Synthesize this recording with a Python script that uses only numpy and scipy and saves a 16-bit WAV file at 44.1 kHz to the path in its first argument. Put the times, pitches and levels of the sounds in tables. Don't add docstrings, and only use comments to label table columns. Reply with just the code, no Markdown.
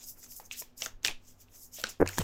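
import sys
import numpy as np
from scipy import signal
from scipy.fft import rfft, irfft
from scipy.io import wavfile
from scipy.ndimage import uniform_filter1d

SR = 44100
rng = np.random.default_rng(int(sys.argv[2]) if len(sys.argv) > 2 else 0)


def ratio(d):
    e = np.asarray(d, float) / 20
    return 10 ** e


def unload_wav(signal):
    wavfile.write(
        sys.argv[1],
        SR,
        np.round(np.clip(np.atleast_2d(signal).T, -1, 1) * 32767).astype(np.int16),
    )


N = 98739

# f/Hz, level/dB
UPPER = [(6500, -35.5), (8000, -5.5), (9500, -3), (12500, 4), (15500, 2), (16300, -18)]
# f/Hz, level/dB
EDGE = [(700, -28), (1500, -12.5), (2600, -0.5), (4000, -3), (7000, -7), (9500, -17), (15500, -31.5)]


def evened(x):
    return x / np.sqrt(np.mean(x ** 2) + 1e-20)


def peaked(x):
    return x / abs(x).max()


def read(points, hz):
    f, value = np.transpose(points)
    return np.interp(np.log(hz + 1), np.log(f + 1), value)


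def add(mix, s, sound):
    part = mix[round(s * SR):][:len(sound)]
    part += sound[:len(part)]


def tint(x, colour):
    return irfft(rfft(x) * ratio(read(colour, np.fft.rfftfreq(len(x), 1 / SR))), n=len(x))


def resonate(x, hz, width):
    turn = np.exp(2j * np.pi * hz * np.arange(len(x)) / SR)
    r = np.exp(-np.pi * width / SR)
    baseband = signal.lfilter([1 - r], [1, -r], x / turn)
    return 2 * (turn * baseband).real


def hiss(colour, patch_db):
    frames, hz = N // 128 + 5, np.fft.rfftfreq(512, 1 / SR)
    real, imag, patch = rng.standard_normal((frames, 257, 3)).T
    patch = uniform_filter1d(patch, size=8, axis=0)
    patch = evened(uniform_filter1d(patch, size=5, axis=1))
    z = (real + 1j * imag) * ratio(read(colour, hz)[:, None] + patch_db * patch)
    return evened(signal.istft(z, nperseg=512, noverlap=384)[1][:N])


def strokes(rows):
    slope_db, bend, grit_db = 20.5, 1.23, 2
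    t, power = np.arange(N) / SR, np.zeros((2, N))
    for peak, rise, fall, db, second_db in rows:
        away = np.where(t < peak, (peak - t) / rise, (t - peak) / fall)
        drop = np.minimum(slope_db * away ** bend, 120)
        levels = np.array([[db], [db + second_db]])
        power += ratio(2 * (levels - drop))
    grit = evened(uniform_filter1d(rng.standard_normal(N), size=90))
    return np.sqrt(power) * ratio(grit_db * np.tanh(grit))


def slides():
    # peak t/s, rise/s, fall/s, level/dB, lower hiss relative level/dB
    glides = [(.04, 0.057, 0.026, -55, 7.5), (.095, 0.063, 0.048, -44.5, -3), (.2, 0.05, 0.021, -57, -2.5),
              (.243, 0.048, 0.046, -55, 5.5), (.31, 0.035, 0.14, -50, -2), (.366, 0.011, 0.051, -45.5, -4),
              (.462, 0.036, 0.021, -58.5, 1.5), (.53, 0.019, 0.014, -49, 6), (.6, 0.047, 0.032, -41, 0),
              (.78, 0.012, 0.071, -52, 2), (.81, 0.027, 0.03, -49, 2), (.846, 0.04, .04, -45.5, 5.5),
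              (1.057, 0.017, 0.018, -39, 1.5), (1.29, 0.073, 0.074, -63, 4.5),
              (1.415, 0.033, 0.033, -58.5, 0.5), (1.56, 0.055, 0.058, -57, -0.5),
              (1.635, 0.11, 0.06, -52, -2), (1.745, 0.025, 0.064, -48, 2.5), (1.8, 0.046, 0.052, -48.5, -2),
              (1.893, 0.0095, 0.036, -48, 6), (2.012, 0.016, 0.023, -52.5, -5.5),
              (2.1, 0.047, 0.075, -54, 2), (2.14, 0.028, 0.15, -55.5, 6.5),
              (2.176, 0.017, 0.12, -49.5, 3.5)]
    # f/Hz, level/dB
    low_colour = [(2000, -28.5), (4400, -11), (5000, 1), (6800, 5.5), (8200, -0.5), (9500, -21.5)]
    upper, lower = strokes(glides)
    return upper * hiss(UPPER, 2.5) + lower * hiss(low_colour, 2.5)


def scrapes():
    # peak t/s, rise/s, fall/s, level/dB, dull part relative level/dB
    drags = [(.01, 0.067, 0.079, -60.5, -8), (.525, 0.022, 0.15, -49.5, -27),
             (.175, .03, 0.044, -77.5, 11.5), (.24, 0.046, 0.11, -67.5, -4),
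             (.405, 0.019, 0.075, -75, 15.5), (.835, 0.042, 0.052, -46, -7.5),
             (.868, 0.024, 0.086, -70.5, 14), (1.034, 0.0034, .03, -65, 1), (1.058, 0.02, 0.009, -38, -2.5),
             (1.09, 0.034, 0.05, -43, -2.5), (1.3, 0.14, 0.064, -70, -19), (1.42, 0.059, 0.051, -69, -17),
             (1.485, 0.015, 0.02, -71, -2), (1.56, 0.088, 0.037, -68, -4), (1.8, 0.057, 0.019, -47, -22),
             (1.86, 0.061, 0.096, -46.5, -5), (2.062, 0.0055, 0.0079, -53.5, 17.5),
             (2.095, 0.052, 0.14, -54.5, 4), (2.14, 0.032, 0.068, -57, -8),
             (2.176, 0.0077, 0.026, -44, 2.5), (2.21, 0.023, 0.023, -40, -6)]
    dull_colour = [(150, -4), (500, 0.0), (1400, -4.5), (2500, -8.5), (6000, -36)]  # f/Hz, level/dB
    edge, dull = strokes(drags)
    return edge * hiss(EDGE, 2.2) + dull * hiss(dull_colour, 1.0)


def flicks():
    # t/s, peak level/dB, ring f/Hz, treble relative level/dB
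    snaps = [(.172, -66, 1500, -20), (.229, -54, 2050, -10), (.239, -56, 1400, -20), (.243, -53, 2100, -20),
             (.263, -57.5, 1400, -20), (0.3201, -49, 5200, -8), (.321, -61, 1800, -20),
             (0.399, -51.5, 2100, -29), (0.4002, -45.5, 4700, -16), (.415, -62, 3000, -20),
             (0.5117, -30, 2700, -38), (.516, -38, 2400, -28), (0.6219, -41.5, 2050, -5),
             (.808, -35, 6700, -16), (.8206, -21, 5680, -39), (0.8208, -29, 2800, -30),
             (0.824, -30.5, 2700, -27), (0.8603, -28.5, 3030, -27), (0.86, -24.5, 6200, -18),
             (0.8613, -28.5, 1600, -37), (.866, -35, 1390, -30), (1.032, -40.5, 6220, -24),
             (1.045, -32, 5000, -21), (1.0493, -19.5, 6900, -17), (1.0528, -21, 2600, -33),
             (1.062, -31, 4800, -5), (1.063, -20.5, 2200, -17), (1.0725, -23.5, 7200, -12.5),
             (1.0738, -22.5, 5100, -20), (1.0787, -32, 3500, 6), (1.0817, -19, 2390, -36),
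             (1.0815, -27.5, 6800, -20), (1.0944, -33, 2730, -1), (1.111, -32.5, 2700, -17),
             (1.484, -59, 2700, -31), (1.557, -65, 2300, -30), (1.815, -37, 7340, 11.5),
             (1.839, -17.5, 4860, -14), (1.8399, -22, 1493, -31), (1.869, -30, 3700, -25),
             (2.0621, -32.5, 1700, -21), (2.0757, -26, 6500, -21), (2.075, -28.5, 2480, -24),
             (2.0885, -27.5, 7000, 1.5), (2.092, -31, 1610, -25), (2.1315, -37, 2080, -34),
             (2.1833, -22, 6200, 2), (2.1881, -22, 7600, 7.5), (2.2085, -32.5, 3400, 0),
             (2.2163, -31, 7400, -8)]
    snap_s, ring_share, broad_db = 0.00053, 0.35, -3
    lead = 64
    out, t = np.zeros(N), np.arange(-lead, 448).clip(0) / SR
    bursts = rng.standard_normal((len(snaps), 3, 512)) * t * np.exp(-t / snap_s)
    for (s, db, hz, top_db), (a, b, c) in zip(snaps, bursts):
        width = hz * ring_share
        ring = peaked(resonate(resonate(a, hz, width), hz, width))
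        broad = ratio(broad_db) * peaked(tint(b, EDGE))
        treble = ratio(top_db - 7.0) * peaked(tint(c, UPPER))
        add(out, s - lead / SR, ratio(db) * (ring + broad + treble))
    return out


def impacts(rows, rise, slap_db):
    out, t = np.zeros(N), np.arange(SR // 3) / SR
    for s, db, hz, t60 in rows:
        slap = np.sin(2 * np.pi * 2.15 * hz * t) + 2.8 * np.sin(2 * np.pi * 3.5 * hz * t)
        ring = np.sin(2 * np.pi * hz * t) * ratio(-60 * (t / t60) ** 0.9)
        ring += ratio(slap_db - 60 * t / 0.013) * slap
        onset = np.sin(np.pi / 2 * np.minimum(t * abs(hz) / rise, 1)) ** 2
        add(out, s, ratio(db) * onset * ring)
    return out


def cracks():
    # t/s, peak level/dB, ring f/Hz, t60/s
    hits = [(.5127, -25.5, 2720, 0.011), (.8208, -20, 2780, 0.0032), (.8606, -17, 3140, 0.0028),
            (1.0486, -4.5, 3560, 0.0032), (1.0488, -18.5, 5480, 0.0092), (1.0489, -13.5, 1700, 0.0063),
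            (1.8378, -22.5, 3040, 0.0055), (2.0835, -30, 2280, .008), (1.0815, -19, 3500, 0.002),
            (1.0486, -11.5, 4470, 0.0054), (2.0752, -21.5, 6560, 0.0057), (2.1832, -19, 1684, 0.016),
            (2.2028, -33, 1960, 0.0042), (2.2122, -26, 1500, 0.0046), (2.2165, -20, 955, 0.0065)]
    return impacts(hits, 0.59, -66.5)


def knocks():
    # t/s, peak level/dB, ring f/Hz,
    # t60/s
    hits = [(.3992, -38.5, 830, 0.022), (.6175, -47, 456, 0.041), (.617, -41.5, 627, 0.021),
            (.622, -44.5, 976, 0.03), (.821, -42.5, 520, 0.059), (.826, -41, 664, 0.03),
            (.861, -45, 642, 0.09), (.866, -41, 446, 0.024), (1.083, -38, 833, 0.015),
            (1.786, -42.5, 590, 0.035), (1.799, -46.5, 628, 0.066), (1.838, -33.5, 522, 0.041),
            (1.839, -46, 215, 0.13), (1.999, -26.5, 280, 0.01), (2.0027, -13.5, 412, 0.017),
            (2.0078, -18.5, 320, 0.029), (2.0052, -18.5, 440, 0.012), (2.0093, -23, 1530, 0.0056),
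            (2.0155, -30, 1650, 0.0073), (2.0195, -46, 1740, 0.0073), (2.0118, -20.5, 330, 0.03),
            (2.0155, -6.5, 429, 0.012), (2.0215, -15.5, 281, 0.046), (2.0243, -11, 492, 0.022),
            (2.0266, -6.5, 432, 0.01), (2.183, -19.5, 350, 0.011), (2.1834, -22.5, 960, 0.021),
            (2.1935, -25, 164, 0.058), (2.1985, -22.5, 134, 0.035), (2.203, -20.5, 372, 0.0071),
            (2.212, -29, 466, 0.023)]
    return tint(impacts(hits, 0.22, -25.0), [(1900, 2), (2600, -5), (5000, -24)])


def thumps():
    # t/s, peak level/dB, f/Hz, t60/s
    pulses = [
        (.93, -27, 19, 0.15),
        (1.082, -26, 69, 0.03),
        (1.086, -22, -9, 0.28),
        (2.003, -27.5, 207, 0.14),
        (2.004, -44, 26, 0.65),
        (2.025, -30.5, 93.5, 0.46),
        (2.187, -34, 30, 0.5),
        (2.192, -28, 98.5, 0.4),
        (2.06, -34, 92, 0.22),
    ]
    return impacts(pulses, 0.6, -27.0)


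def room(x):
    # f/Hz, t60/s
    decay = [(200, 0.1), (3000, 0.23), (8000, 0.17), (14000, 0.18)]
    turns_per_s = 110
    taps = np.zeros((3, SR // 2))
    at = np.arange(80, SR // 2 - 20, 20)
    places = at + rng.integers(0, 20, (3, len(at)))
    np.put_along_axis(taps, places, rng.choice([-1., 1.], (3, len(at))), 1)
    hz, t, z = signal.stft(taps, SR, nperseg=256)
    z = z * ratio(-60 * t / read(decay, hz)[:, None])
    tail = signal.istft(z, SR, nperseg=256)[1]
    phase = turns_per_s * np.arange(N) / SR + np.arange(3)[:, None] / 3
    turn = np.sqrt(2 / 3) * np.cos(2 * np.pi * phase)
    return signal.fftconvolve(x * turn, tail / np.linalg.norm(tail[0]), axes=1).sum(0)[:N]


def floor():
    # f/Hz, level/dB
    tone_colour = [(15, 6), (67, -8.5), (300, -14.5), (1000, -22.5), (7500, -45.5), (10000, -52),
                   (14000, -41), (16500, -52)]
    # f/Hz, bandwidth/Hz, level/dB
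    hums = [
        (96.9, 13, -75),
        (247.4, 16, -76.5),
    ]
    t = np.arange(N) / SR
    tone = ratio(-51.5 - 9.5) * evened(tint(rng.standard_normal(N), tone_colour))
    rumble = resonate(resonate(rng.standard_normal(N), 14.9, 5.7), 15, 28)
    out = tone + ratio(-62.5) * evened(rumble)
    for hz, width, db in hums:
        waver = evened(resonate(resonate(rng.standard_normal(N), hz, width), hz, width))
        out += ratio(db) * (waver + 1.86 * np.sin(2 * np.pi * hz * t))
    return out


def scene():
    cards = slides() + scrapes() + flicks() + cracks()
    pack = knocks()
    wet = room(ratio(-11.5) * cards + ratio(-14) * pack)
    return (cards + pack + wet + thumps() + floor())[None]


def top_cut(x):
    return signal.sosfilt(signal.butter(12, 16650, fs=SR, output="sos"), x)


def record(dry):
    soft = signal.oaconvolve(dry, signal.firwin(255, 16300, fs=SR)[None], "same")
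    return top_cut(soft)


dry = scene()
out = record(dry)
unload_wav(out)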